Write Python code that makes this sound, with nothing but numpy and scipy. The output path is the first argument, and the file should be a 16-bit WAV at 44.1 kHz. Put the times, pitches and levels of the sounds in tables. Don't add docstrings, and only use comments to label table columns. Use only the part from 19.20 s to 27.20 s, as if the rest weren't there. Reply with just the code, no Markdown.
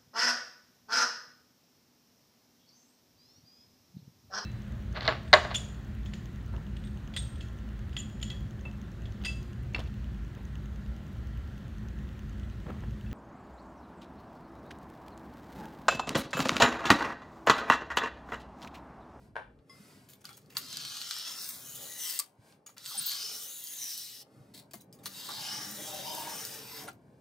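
import sys
import numpy as np
from scipy import signal
from scipy.fft import rfft, irfft, next_fast_len
from scipy.io import wavfile
from scipy.ndimage import uniform_filter1d

SR = 44100
rng = np.random.default_rng(int(sys.argv[2]) if len(sys.argv) > 2 else 0)


def gain_from_db(level_db):
    decades = np.asarray(level_db, float) / 20
    return 10 ** decades


def log_audio(samples):
    frames = np.atleast_2d(samples).T
    limited = np.clip(frames, -1, 1)
    pcm = np.round(limited * 32767).astype(np.int16)
    wavfile.write(sys.argv[1], SR, pcm)


N = 352976

# time in seconds, level in dB.
HUM = [(0.0, -60), (0.2, -65.5), (0.6, -57.5), (0.91, -63), (1.54, -58.5), (1.91, -68.5), (2.58, -60.5),
       (2.82, -68.5), (3.05, -75.5), (3.3, -65.5), (3.45, -70.5), (4.9, -70), (5.28, -59), (5.72, -60.5),
       (6.55, -55.5), (8.0, -59)]
# frequency in Hz, gain in dB.
HUM_COLOUR = [(35, -48.5), (60, 3.5), (150, -6), (297, -9.5), (432, -4.5), (815, -13), (1060, -18.5),
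              (1430, -21.5), (16500, -75)]
# frequency in Hz, width in Hz, level in dB.
ROOM_MODES = [(135.6, 60, 10), (202, 5.8, 13), (267.3, 56, 9)]
# peak in seconds, level in dB, seconds to rise and seconds to fall 20 dB.
HANDLING = [(.39, -61, 4, 0.026), (8.0, -83, 1.5, 0.87)]
# start in seconds, peak in dB.
KNOCKS = [(0.152, -37), (0.1606, -30.5), (0.186, -47)]
# frequency in Hz, gain in dB.
KNOCK_COLOUR = [(120, -35), (300, -22), (453, -11), (815, -8.5), (1200, -14), (1530, -7.5), (2200, -23),
                (2950, -24.5), (4180, -36), (8000, -54), (10400, -45.5), (17600, -120)]
# peak in seconds, level in dB, seconds to rise and seconds to fall 20 dB.
RUSTLE = [(.04, -77.5, 0.34, 0.084), (.52, -72, 0.04, 0.8), (.68, -69.5, 0.22, 0.23),
          (1.37, -83, 0.41, 0.046), (3.3, -69, 0.13, 0.089), (5.16, -77, 0.13, 0.45),
          (5.85, -76.5, 0.14, 0.028), (7.95, -87, 0.4, 0.55)]
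# frequency in Hz, gain in dB.
RUSTLE_COLOUR = [(1470, -53), (2500, -27.5), (4700, -5.5), (6500, -11.5), (8770, -8.5), (15500, -17.5),
                 (16500, -35)]
# peak in seconds, level in dB, seconds to rise and seconds to fall 20 dB.
BENCH = [(2.05, -67.5, 0.14, 9.5), (2.63, -56.5, 0.058, 0.21), (3.256, -67.5, 0.057, 0.057),
         (4.15, -62, 0.19, 0.26), (5.05, -65, 0.093, 0.32), (6.11, -53, 0.032, 0.047), (6.2, -65, .1, 1.6),
         (6.95, -51, 0.97, 0.63), (7.68, -52.5, 0.12, 0.042)]
# frequency in Hz, width in Hz, level in dB.
BENCH_PEAKS = [(205, 8.3, -2), (313.3, 11, 4.5), (432, 9.7, 4.5), (578, 72, 0), (780, 100, -3.5),
               (912, 19, -1)]
# start in seconds, end in seconds, frequency in Hz, level in dB.
GROANS = [(6.08, 6.47, 840, -53), (6.3, 6.672, 204, -56), (6.3, 6.67, 302, -59.5),
          (6.517, 7.187, 603, -57.5), (6.704, 6.88, 586, -50.5), (6.778, 6.893, 200, -57.5),
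          (6.822, 7.18, 928, -48.5), (7.1, 7.17, 650, -51.5), (6.08, 6.125, 1500, -54),
          (7.098, 7.725, 445, -60.5), (7.577, 7.717, 760, -57), (6.6, 7.17, 780, -52),
          (6.7, 7.045, 630, -58), (3.6, 3.71, 140, -66), (3.76, 3.85, 203, -61), (5.6, 6.045, 195, -63),
          (4.0, 4.306, 438, -66.5), (5.6, 4.6, 4720, -77)]
# start in seconds, peak in dB, frequency in Hz.
THUMPS = [(0.599, -43, 202), (3.187, -46.5, 112.3), (3.801, -44.5, 149), (5.199, -40.5, 130),
          (5.552, -40.5, 212), (5.59, -48, 205)]
# frequency in Hz, level in dB, 60 dB decay in seconds.
RULER = [(1098, -8, .15), (2067, -9.5, .4), (3359, -12, .13), (5071, -6, .33), (6691, -24, .2),
         (10140, -18, .2)]
# start in seconds, peak in dB.
TAPS = [(1.044, -57), (1.089, -47), (1.104, -49), (1.174, -50), (3.463, -48.5), (3.497, -53), (5.536, -39),
        (5.857, -38.5), (6.088, -33), (7.685, -39)]
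# start in seconds, level in dB, tilt in dB per octave, hold in ms.
RUBS = [(.887, -56, -0.5, 49), (1.007, -64.5, -2.5, 7.6), (1.041, -53, -5, 24), (1.297, -61, -3, 41),
        (1.347, -52.5, -4.5, 47), (1.37, -36.5, 4, 9.5), (2.216, -43, 9, 8.4), (2.287, -35, 6, 5.9),
        (3.565, -54, -3, 18), (3.906, -37, -1, 15), (5.338, -51.5, -0.5, 62), (5.787, -65.5, -1, 4.7),
        (5.856, -38, -0.5, 7.8), (7.672, -46, -6, 6.3), (7.725, -65.5, 2, 3)]
# start in seconds, level in dB, tilt in dB per octave, fade in ms.
CLACKS = [(1.09, -58, -3.5, 210), (1.132, -65, -1, 410), (1.167, -50.5, 1, 68), (2.995, -35, -1, 46),
          (3.0035, -53.5, -1.5, 230), (3.461, -53, -1.5, 196), (3.488, -63, -8, 94), (5.509, -58, -0.5, 79),
          (5.537, -48.5, 2, 150), (5.606, -55.5, 0.5, 99), (5.727, -56, 3, 130), (5.832, -54.5, -2.5, 350),
          (5.919, -54, 0, 78)]
SLIDES = [1.167, 1.347, 3.566, 3.906, 5.338, 5.606, 5.833, 7.674]
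# frequency in Hz, level in dB, 60 dB decay in seconds.
BLADE = [(1266, -2.5, 0.35), (2173, -9, 0.25), (3540, -11.5, 0.27), (4880, 6, 0.35), (6710, 9.5, 0.33),
         (8800, 10.5, 0.052), (11450, -5, 0.3), (12800, -22, 0.19), (14500, -26.5, 0.17)]
# start in
# seconds, peak in dB.
CHATTER = [(2.9907, -12), (2.9951, -19), (2.997, -19), (2.9985, -16), (3.0024, -20.5), (5.51, -49),
           (5.7271, -40.5)]
# frequency in Hz, level in dB, 60 dB decay in seconds.
CHATTER_MODES = [(4800, -4, .012), (7800, -3, .006), (8500, 0, .014), (11000, -4, .009), (12600, -4, .008),
                 (15000, -5, .007)]
# start in seconds, peak in dB, frequency in Hz, 60 dB decay in seconds.
TINKS = [(1.046, -45, 1480, 0.049), (1.091, -43, 1380, 0.049), (1.103, -53, 3350, .08),
         (1.106, -53, 800, .08), (1.078, -57, 2150, .2), (1.142, -60, 5000, .06), (1.112, -48, 1340, .04),
         (1.052, -49, 2700, .04), (1.14, -54, 3350, .05), (1.142, -61, 6600, 0.25),
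         (1.143, -63, 10850, .15), (1.169, -61, 10850, 0.091), (3.008, -53, 1155, 0.15),
         (1.369, -39, 1160, 0.066), (1.369, -33.5, 2920, 0.028), (5.538, -44, 700, 0.07),
         (5.54, -46, 332, 0.069), (3.462, -45.5, 6730, 0.13), (3.464, -50, 8650, 0.033),
         (3.464, -55.5, 4900, 0.064), (3.465, -62, 10850, 0.16), (5.537, -54, 10850, 0.14),
         (5.54, -52, 2100, 0.1), (5.602, -55, 3946, 0.089), (5.729, -58.5, 5020, .08),
         (5.79, -59, 3660, .06), (5.858, -48, 856, .06), (5.858, -41, 1200, 0.066),
         (7.682, -35.5, 1400, 0.047), (7.682, -42, 790, .06), (7.677, -43, 9700, 0.043)]
# start in seconds, level
# in dB, length in ms, start in Hz, end in Hz.
SQUEAKS = [(2.995, -44, 13, 1170, 1184), (3.712, -47, 9.8, 1220, 1190), (3.745, -49.5, 18, 800, 794),
           (3.752, -45, 4, 15000, 15200), (3.776, -35, 13, 9900, 7900), (3.787, -33.5, 13.2, 8000, 10000),
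           (3.818, -42.5, 14, 14900, 14400), (3.858, -34, 18, 15100, 14200), (3.876, -40, 24, 11600, 13300),
           (3.904, -44, 8, 11300, 11400), (6.089, -45.5, 30, 1160, 1195), (6.092, -53, 33, 830, 830)]
# start in seconds, peak in dB, tilt in dB per octave.
SNAPS = [(0.3888, -62, -14), (1.0527, -31.5, 1), (1.0906, -43, -2), (1.1295, -42, -2), (1.2172, -57, -0.5),
         (1.26, -54, 2), (1.3025, -50, -2), (1.3684, -14.5, -4.5), (1.528, -31, -1), (1.5699, -21.5, -2),
         (1.6497, -27, -4), (1.768, -26, -4), (1.8149, -24.5, -4), (1.842, -38.5, 0), (1.871, -39, 5),
         (1.9092, -18.5, -5), (1.9402, -33.5, 7), (1.965, -32, -6), (1.9847, -30, 5), (1.996, -29, -4),
         (2.006, -37, -2), (2.3477, -38, 1), (2.883, -27, 6), (2.898, -24, 8), (2.9088, -22, 9),
         (2.925, -27, 10), (2.9906, -27, 8), (2.9975, -27, 3), (3.324, -52, -12), (3.543, -64, 12),
         (3.5804, -32.5, 1), (3.63, -45, 1.5), (3.6433, -37.5, -2), (3.6538, -31, 1), (3.6597, -27, -2),
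         (3.665, -29, -1), (3.917, -26, 2), (4.439, -27, 20.5), (4.4713, -30, 2), (4.6412, -26, 12),
         (4.777, -25.5, 11), (5.534, -32.5, 7), (5.8572, -26.5, -3.5), (5.9174, -45, 0), (6.111, -32, 0),
         (6.118, -30, -2), (6.5121, -31, 12), (6.9496, -24.5, 10), (7.2504, -23.5, 5.5)]
# frequency in Hz, gain in dB.
SNAP_COLOUR = [(350, -71), (600, -31), (1300, -15), (2240, -19), (4610, 1.5), (5440, -7.5), (8250, -9),
               (10600, -16), (13800, -12.5), (16500, -36.5)]
# time in seconds, drag in dB, slot resonance in Hz, uncovered fizz in dB.
STROKES = [
    [(1.4, -51, 4670, -12.5), (1.6, -45, 4400, -15), (2.097, -43.5, 5230, -10), (2.237, -44.5, 5320, -1),
     (2.43, -51.5, 5640, -1), (2.52, -51.5, 7030, 1), (2.76, -48.5, 6600, 0), (2.855, -42.5, 5750, 0.5),
     (2.988, -45, 4580, 1.5)],
    [(3.59, -60.5, 4870, -7), (3.68, -45.5, 4560, -3), (3.9, -38, 4360, -7), (4.076, -40.5, 5330, -10),
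     (4.24, -47.5, 5400, 4.5), (4.33, -50, 6930, 1.5), (4.55, -48, 6500, 1.5), (4.724, -44, 5380, -0.5),
     (5.03, -53, 5070, -3.5)],
    [(5.89, -59, 5620, -3), (5.973, -48.5, 4840, -3), (6.159, -43, 4480, -11), (6.319, -40, 5270, -13),
     (6.529, -46.5, 5540, -1.5), (7.2, -45, 5380, -2), (7.469, -53, 5250, -0.5), (7.609, -47.5, 5100, -7),
     (7.67, -56.5, 5590, -4)],
]
GRIT = [0.8, 0.45, 0.45]
# level at start and at end in dB re drag, resonance in Hz on the far part
# and on the near part, hand-over between them in seconds.
BOARDS = [(-11, -10.5, 1327, 1980, 2.68), (-12.5, -16, 1395, 1920, 4.4), (-10, -3, 850, 930, 12)]
# frequency in Hz, gain in dB.
TEAR_COLOUR = [(700, -67.5), (2200, -11.5), (3000, -3.5), (4000, -1.5), (6000, -1), (8000, -5), (11000, -6),
               (16500, -31)]
# frequency in Hz, gain in dB.
FIZZ_COLOUR = [(5000, -20.5), (7000, 0), (8500, -1.5), (10500, -1.5), (12500, 1.5), (15000, 5.5),
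               (16500, -14)]
# frequency in Hz, gain in dB.
BOARD_COLOUR = [(350, -35.5), (700, -10.5), (1200, -2), (1800, 0.5), (2400, -4.5), (3200, -14)]
# frequency in Hz, half width in Hz, level in dB.
EDGE = [(3050, 250, 0), (3850, 250, 0)]
# start in seconds,
# end in seconds, start in Hz, end in Hz, gain in dB.
ARCS = [(1.5, 1.8, 6500, 6300, 3), (1.543, 2.14, 3220, 3250, 5), (2.15, 2.45, 3220, 2930, -27),
        (2.24, 2.5, 5500, 5800, -9), (2.302, 2.7, 3960, 3450, 2.5), (2.65, 2.99, 1950, 2000, 3),
        (2.602, 2.98, 3970, 3920, 2), (2.75, 2.98, 3100, 3200, 5.5), (2.298, 2.5, 4450, 4400, -8),
        (2.76, 2.98, 8800, 7800, 6), (4.3, 4.75, 10300, 8300, 5), (6.223, 6.483, 5750, 5430, 5.5),
        (3.95, 4.3, 5700, 6000, 2), (4.202, 4.45, 3540, 3700, 5), (4.5, 5.002, 4000, 4000, 5.5),
        (4.58, 4.88, 5860, 5800, 8.5), (5.9, 6.26, 3800, 3750, 5), (6.148, 6.424, 2800, 3020, 13),
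        (6.26, 6.49, 1700, 1760, 7), (7.15, 7.65, 2630, 2470, 9), (6.5, 6.855, 7100, 7200, 4),
        (6.5, 7.196, 3970, 3530, 7), (6.553, 7.19, 3350, 2650, 12), (6.69, 7.1, 5400, 5500, -4.5),
        (6.75, 7.052, 4700, 4700, 6), (6.94, 7.402, 7400, 6400, 6.5), (7.2, 7.65, 3960, 3700, 3),
        (7.46, 7.665, 12700, 12500, 9), (7.45, 7.67, 14300, 14300, 0)]
# frequency in Hz, likeness from 0 to 1.
SAME = [(60, 0.93), (150, 0.96), (380, 0.93), (950, 0.44), (2380, 0.46), (5980, 0.88), (15000, 0.88)]
# frequency in Hz, lead in radians.
LEAD = [(0, 0.062), (1120, -0.046), (12800, 0.83), (15700, -0.7), (16500, -0.9)]
# frequency in Hz, left over right in dB.
LEFT = [(60, 0.48), (180, 0.11), (550, 1.3), (1650, 1.1), (4970, 0.73), (15000, 1.7)]
# time in seconds, left over right in dB.
KNIFE_PAN = [(0.71, 2), (1.16, 1.5), (2.54, 2), (3.16, 4), (3.43, 1.5), (5.44, 2.5), (6.08, 2)]


def evened(x):
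    return x / np.sqrt(np.mean(x ** 2) + 1e-20)


def lumpy(noise, width, *axis):
    return evened(uniform_filter1d(noise, width, *axis))


def read(points, hz):
    f, value = np.transpose(points)
    return np.interp(np.log(hz + 1), np.log(f + 1), value)


def bell(hz, centre, half_width):
    return 1 / (1 + ((hz - centre) / half_width) ** 2)


def resonances(rows, hz):
    return sum(gain_from_db(db) * bell(hz, f, width / 2) for f, width, db in rows)


def tone(hz, t):
    return np.sin(2 * np.pi * hz * t)


def follow(tables, t, column, outside=None):
    out = np.full(len(t), np.nan)
    for rows in tables:
        rows = np.array(rows)
        inside = (t >= rows[0, 0]) & (t <= rows[-1, 0])
        out[inside] = np.interp(t[inside], rows[:, 0], rows[:, column])
    if outside is None:
        every = np.concatenate(tables)
        outside = np.interp(t, every[:, 0], every[:, column])
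    return np.where(np.isnan(out), outside, out)


def swells(rows, t, steeper=1, order=1):
    total = 0
    for s, db, rise_s, fall_s in rows:
        away = np.maximum((s - t) / rise_s, (t - s) / fall_s)
        total = total + gain_from_db(db - 20 * steeper * away ** order)
    return total


def add(mix, s, sound):
    part = mix[round(s * SR):][:len(sound)]
    part += sound[:len(part)]


def colour(x, gain):
    size = next_fast_len(len(x))
    return evened(irfft(rfft(x, size) * gain(np.fft.rfftfreq(size, 1 / SR)), size)[:len(x)])


def struck(noise, envelope, gain):
    burst = colour(np.pad(noise * envelope, (SR // 1000, 0)), gain)
    return burst / abs(burst).max()


def hum():
    t = np.arange(N) / SR

    def air_gain(hz):
        return gain_from_db(read(HUM_COLOUR, hz)) * (1 + resonances(ROOM_MODES, hz)) / (1 + (100 / (hz + 1)) ** 4)

    air = colour(rng.standard_normal(N), air_gain)
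    rumble = colour(rng.standard_normal(N), lambda hz: 1 / (1 + (hz / 70) ** 4) / (1 + (50 / (hz + 1)) ** 6))
    lumps = lumpy(uniform_filter1d(rng.standard_normal(N), 3000), 3000)
    still_rumble_db = -101
    return air * gain_from_db(follow([HUM], t, 1) + 1.3 * lumps) + rumble * (gain_from_db(still_rumble_db) + swells(HANDLING, t))


def knock():
    out, t = np.zeros(N), np.arange(SR // 2) / SR
    blow = np.arange(len(t)) == SR // 250
    tail = gain_from_db(-29.0 - 60 * t / 0.3) * np.clip((t - 1 / 250) / 0.0073, 0, 1)
    for s, db in KNOCKS:
        hit = blow + tail * rng.standard_normal(len(t))
        add(out, s, gain_from_db(db + 11.5) * struck(hit, 1, lambda hz: gain_from_db(read(KNOCK_COLOUR, hz))))
    return out


def rustle():
    t, noise = np.arange(N) / SR, rng.standard_normal((2, N))
    dull = colour(noise[0], lambda hz: 1 / (1 + (700 / (hz + 1)) ** 4) / (1 + (hz / 2500) ** 2))
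    bright = colour(noise[1], lambda hz: gain_from_db(read(RUSTLE_COLOUR, hz)))
    still_dull_db, still_bright_db = -87, -93
    dull_level = gain_from_db(still_dull_db) + swells(RUSTLE, t, order=2)
    bright_level = gain_from_db(still_bright_db) + swells(RUSTLE, t, steeper=1.3, order=2)
    return dull * dull_level + bright * bright_level


def bench():
    def top_gain(hz):
        return gain_from_db(-4.0) * (hz > 150) / (1 + (hz / 1200) ** 4) + resonances(BENCH_PEAKS, hz)

    lumps = lumpy(uniform_filter1d(rng.standard_normal(N), 2000), 2000)
    return colour(rng.standard_normal(N), top_gain) * swells(BENCH, np.arange(N) / SR) * gain_from_db(2.0 * lumps)


def groans():
    out = np.zeros(N)
    width_share, rough_db = .085, 1.8
    for start, end, f, db in GROANS:
        noise = rng.standard_normal(SR)
        mode = colour(noise, lambda hz: bell(hz, f, width_share * f / 2))
        mode = mode * gain_from_db(rough_db * lumpy(noise[::-1], SR // 50))
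        mode = mode[:round((end - start) * SR)]
        add(out, start, gain_from_db(db) * mode * signal.windows.tukey(len(mode), .4))
    return out


def pings():
    out, t = np.zeros(N), np.arange(SR // 2) / SR
    ping_s, ping_db = .496, -48
    add(out, ping_s, sum(gain_from_db(ping_db + db - 60 * t / t60) * tone(hz, t) for hz, db, t60 in RULER))
    for s, db, hz in THUMPS:
        add(out, s, gain_from_db(db - 60 * t / 0.091) * np.minimum(t / 0.0093, 1) * tone(hz, t))
    return out


def ring(x, spread_db, damping=.3):
    t = np.arange(SR // 8) / SR
    modes = np.zeros(len(t))
    for (hz, db, t60), extra_db in zip(BLADE, spread_db):
        modes += gain_from_db(db + extra_db - 60 * t / min(damping * t60, 1 / 16)) * tone(hz, t)
    return signal.fftconvolve(x, modes / np.linalg.norm(modes))[:len(x)]


def tinks():
    out, t = np.zeros(N), np.arange(SR // 4) / SR
    highpass = signal.butter(4, 3200, "high", fs=SR, output="sos")
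    for s, db in CHATTER:
        blow = np.zeros(len(t))
        for hz, mode_db, t60 in CHATTER_MODES:
            chance = rng.standard_normal()
            blow += gain_from_db(mode_db + 2.6 * chance - 60 * t / t60) * tone(hz * (1 + 0.019 * chance), t)
        blow = signal.sosfilt(highpass, blow)
        add(out, s, gain_from_db(db) * blow / abs(blow).max())
    for s, db, hz, t60 in TINKS:
        add(out, s, gain_from_db(db - 60 * t / t60) * np.minimum(t / .0015, 1) * tone(hz, t))
    return out


def scuffs():
    out, t = np.zeros(N), np.arange(SR // 4) / SR
    rub_fade_ms, rub_ring_db = 120, -18.5
    clack_hold_share, clack_ring_db = 0.065, -14
    slide_rise_s, touch_rise_s = 0.0077, 0.004
    touches = [(*row, rub_fade_ms, rub_ring_db) for row in RUBS]
    touches += [(*row[:3], clack_hold_share * row[3], row[3], clack_ring_db) for row in CLACKS]
    for s, db, tilt_db, hold_ms, fade_ms, ring_db in touches:
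        noise, grit = rng.standard_normal((2, len(t)))
        hold = gain_from_db(-60 * np.maximum(1000 * t - hold_ms, 0) / max(fade_ms, 5))
        tick = gain_from_db(7 - 60 * t / 0.021)
        slides = min(abs(s - np.array(SLIDES))) < 1 / 200
        shape = (hold + tick) * np.minimum(t / (slide_rise_s if slides else touch_rise_s), 1)
        drive = evened(noise * gain_from_db(3.5 * lumpy(grit, 140)))

        def rub_gain(hz):
            bumps_db = 3.5 * np.interp(hz, np.arange(32) * 700, grit[:32])
            lowcut = 1 + (1400 * gain_from_db(0.55 * tilt_db) / (hz + 1)) ** 4
            return gain_from_db(tilt_db * np.log2((hz + 50) / 4000) + bumps_db) / lowcut

        rub = shape * colour(drive, rub_gain)
        shake = ring(shape * drive, 3 * np.clip(grit[:len(BLADE)], -2, 0))
        add(out, s, gain_from_db(db) * (rub + gain_from_db(ring_db) * shake))
    for s, db in TAPS:
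        tap = struck(rng.standard_normal(len(t)), gain_from_db(-60 * t / 0.052), lambda hz: gain_from_db(read(BOARD_COLOUR, 1.31 * hz)))
        add(out, s, gain_from_db(db + 3.0) * tap)
    return out


def squeaks():
    out = np.zeros(N)
    for s, db, length_ms, start_hz, end_hz in SQUEAKS:
        u = np.linspace(0, 1, round(length_ms * SR / 1000))
        grip = rng.standard_normal(2000)
        wobble = 1 + 0.14 * start_hz / 10000 * uniform_filter1d(grip, 30)[:len(u)]
        ragged_db = 1.3 * lumpy(grip[::-1], 90)[:len(u)]
        turns = np.cumsum((start_hz + (end_hz - start_hz) * u) * wobble) / SR
        add(out, s, gain_from_db(db + 5.5 + ragged_db) * tone(1, turns) * signal.windows.tukey(len(u), .3))
    return out


def snaps():
    out, t = np.zeros(N), np.arange(SR // 16) / SR
    crack_db, tail_db = 13, -18
    envelope = gain_from_db(-60 * t / 0.0042) + gain_from_db(tail_db - 60 * t / 0.18)
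    for s, db, tilt_db in SNAPS:
        def gain(hz):
            tilted_db = read(SNAP_COLOUR, hz) + tilt_db * np.log2((hz + 50) / 4000)
            return gain_from_db(tilted_db) / (1 + (800 / (hz + 1)) ** 6)

        burst = rng.standard_normal(len(t)) + gain_from_db(crack_db) * (t == 0)
        add(out, s, gain_from_db(db + 5.5) * struck(burst, envelope, gain))
    return out


def arcs(f, t):
    out = np.zeros((len(f), len(t)))
    for start, end, start_hz, end_hz, db in ARCS:
        u = np.clip((t - start) / (end - start), 0, 1)
        hz = start_hz + (end_hz - start_hz) * u
        out += db * np.sqrt(abs(np.sin(np.pi * u))) * bell(f, hz, 0.041 * hz)
    return out


def band_unit(gain, hz, lo, hi):
    return gain / np.sqrt((gain[(hz > lo) & (hz < hi)] ** 2).sum(0) / len(hz))


def bead_crackle():
    biggest_bead = 4
    size = gain_from_db(5.5 * np.minimum(rng.exponential(1, N), biggest_bead))
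    beads = size * (rng.random(N) < 5000 / SR) * rng.choice([-1., 1.], N)
    grit = follow([[(c[0][0], g), (c[-1][0], g)] for c, g in zip(STROKES, GRIT)], np.arange(N) / SR, 1)
    crackle = evened(grit * evened(beads) + rng.standard_normal(N))
    return evened(crackle + gain_from_db(-26.0) * ring(crackle, np.zeros(len(BLADE))))


def board_curves(t):
    levels, pitches = [], []
    half_s = 0.024 / 2
    for cut, (start_db, end_db, far_hz, near_hz, hand_over) in zip(STROKES, BOARDS):
        start, end = cut[0][0], cut[-1][0]
        levels.append([(start, start_db), (end, end_db)])
        pitches.append([(start, far_hz), (hand_over - half_s, far_hz), (hand_over + half_s, near_hz), (end, near_hz)])
    return follow(levels, t, 1), follow(pitches, t, 1)


def strokes():
    size, hop = 512, 128
    hz, t, z = signal.stft(bead_crackle(), SR, nperseg=size, noverlap=size - hop)
    f = hz[:, None]
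    level_db, slot_hz, fizz_db = (follow(STROKES, t, k) for k in range(1, 4))
    board_db, board_hz = board_curves(t)

    slot_db = 7 + .3 * (level_db + 45) + 2.5 * (slot_hz / 1000 - 5)
    width_hz = 560 * (5000 / slot_hz) ** 2.2
    slot = 1 + gain_from_db(np.minimum(slot_db, 12)) * bell(f, slot_hz, width_hz)
    slot = slot + sum(gain_from_db(db) * bell(f, edge_hz, w) for edge_hz, w, db in EDGE)
    hollow_db = -1.5 * np.maximum(slot_hz / 1000 - 4.5, 0)
    slot = slot * gain_from_db(hollow_db * bell(f, .8 * slot_hz, 500))
    overtone = 1 + gain_from_db(slot_db - 6) * bell(f, 3100 + 1.103 * slot_hz, 400)
    board = 1 + gain_from_db(5.0 + (board_hz - 900) / 400) * bell(f, board_hz, 110)

    tear_part = band_unit(gain_from_db(read(TEAR_COLOUR, f)) * slot, hz, 2600, 9300)
    fizz_part = gain_from_db(fizz_db) * band_unit(gain_from_db(read(FIZZ_COLOUR, f)) * overtone, hz, 7500, 16000)
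    board_part = gain_from_db(board_db) * band_unit(gain_from_db(read(BOARD_COLOUR, f)) * board, hz, 800, 2600)
    gain = np.sqrt(tear_part ** 2 + fizz_part ** 2 + board_part ** 2)

    patches = lumpy(uniform_filter1d(rng.standard_normal(z.shape), 6, 0), 30, 1)
    jerks = lumpy(rng.standard_normal(len(t)), 8) * np.clip(f / 9000, .2, 1.5)
    cutting = uniform_filter1d(follow(STROKES, t, 0, 0.) > 0, 5, output=float)
    z = z * gain * gain_from_db(level_db + arcs(f, t) + 2.07 * patches + 0.76 * jerks) * cutting
    return signal.istft(z, SR, nperseg=size, noverlap=size - hop)[1][:N]


def ports(x):
    t = np.arange(SR // 4) / SR
    fade = gain_from_db(-60 * t / .02) + gain_from_db(-12.0 - 60 * t / 0.16)
    echoes = rng.choice([-1., 1.], (3, 2, len(t))) * (rng.random((3, 2, len(t))) < .1) * fade * (t > .001)
    echoes = echoes / np.linalg.norm(echoes, axis=2, keepdims=True)
    size = next_fast_len(N + len(t))
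    hz = np.fft.rfftfreq(size, 1 / SR)
    drift = np.sqrt(2 / 3) * np.cos(2 * np.pi * (1.3 * np.arange(N) / SR + np.arange(3)[:, None] / 3))
    thrown = rfft(drift * x, size)[:, None] * rfft(echoes, size)
    same, side = np.clip(read(SAME, hz), 0, 1), np.array([[.5], [-.5]])
    heard = np.sqrt(same) * rfft(x, size) + np.sqrt(1 - same) * thrown.sum(0)
    heard = heard * np.exp(1j * side * read(LEAD, hz)) * gain_from_db(side * read(LEFT, hz))
    return irfft(heard, size)[:, :N]


def scene():
    room = ports(hum() + knock() + rustle() + bench() + groans() + pings())
    knife = ports(tinks()) + ports(scuffs() + squeaks() + snaps() + strokes())
    pan_db = follow([KNIFE_PAN], np.arange(N) / SR, 1) - 1.5
    return room + knife * gain_from_db(np.array([[.5], [-.5]]) * pan_db)


def band_limit(x):
    return signal.sosfilt(signal.butter(12, 16990, fs=SR, output="sos"), x)


def record(dry):
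    dry = signal.sosfilt(signal.butter(2, 45, "high", fs=SR, output="sos"), dry)
    limited = .45 * np.tanh(dry / .45)
    edge = signal.firwin(511, 15800, window=("kaiser", 6), fs=SR)
    mix = signal.oaconvolve(limited, edge[None], "same") + gain_from_db(-33.5) * limited
    return band_limit(mix)


dry = scene()
out = record(dry)
log_audio(out)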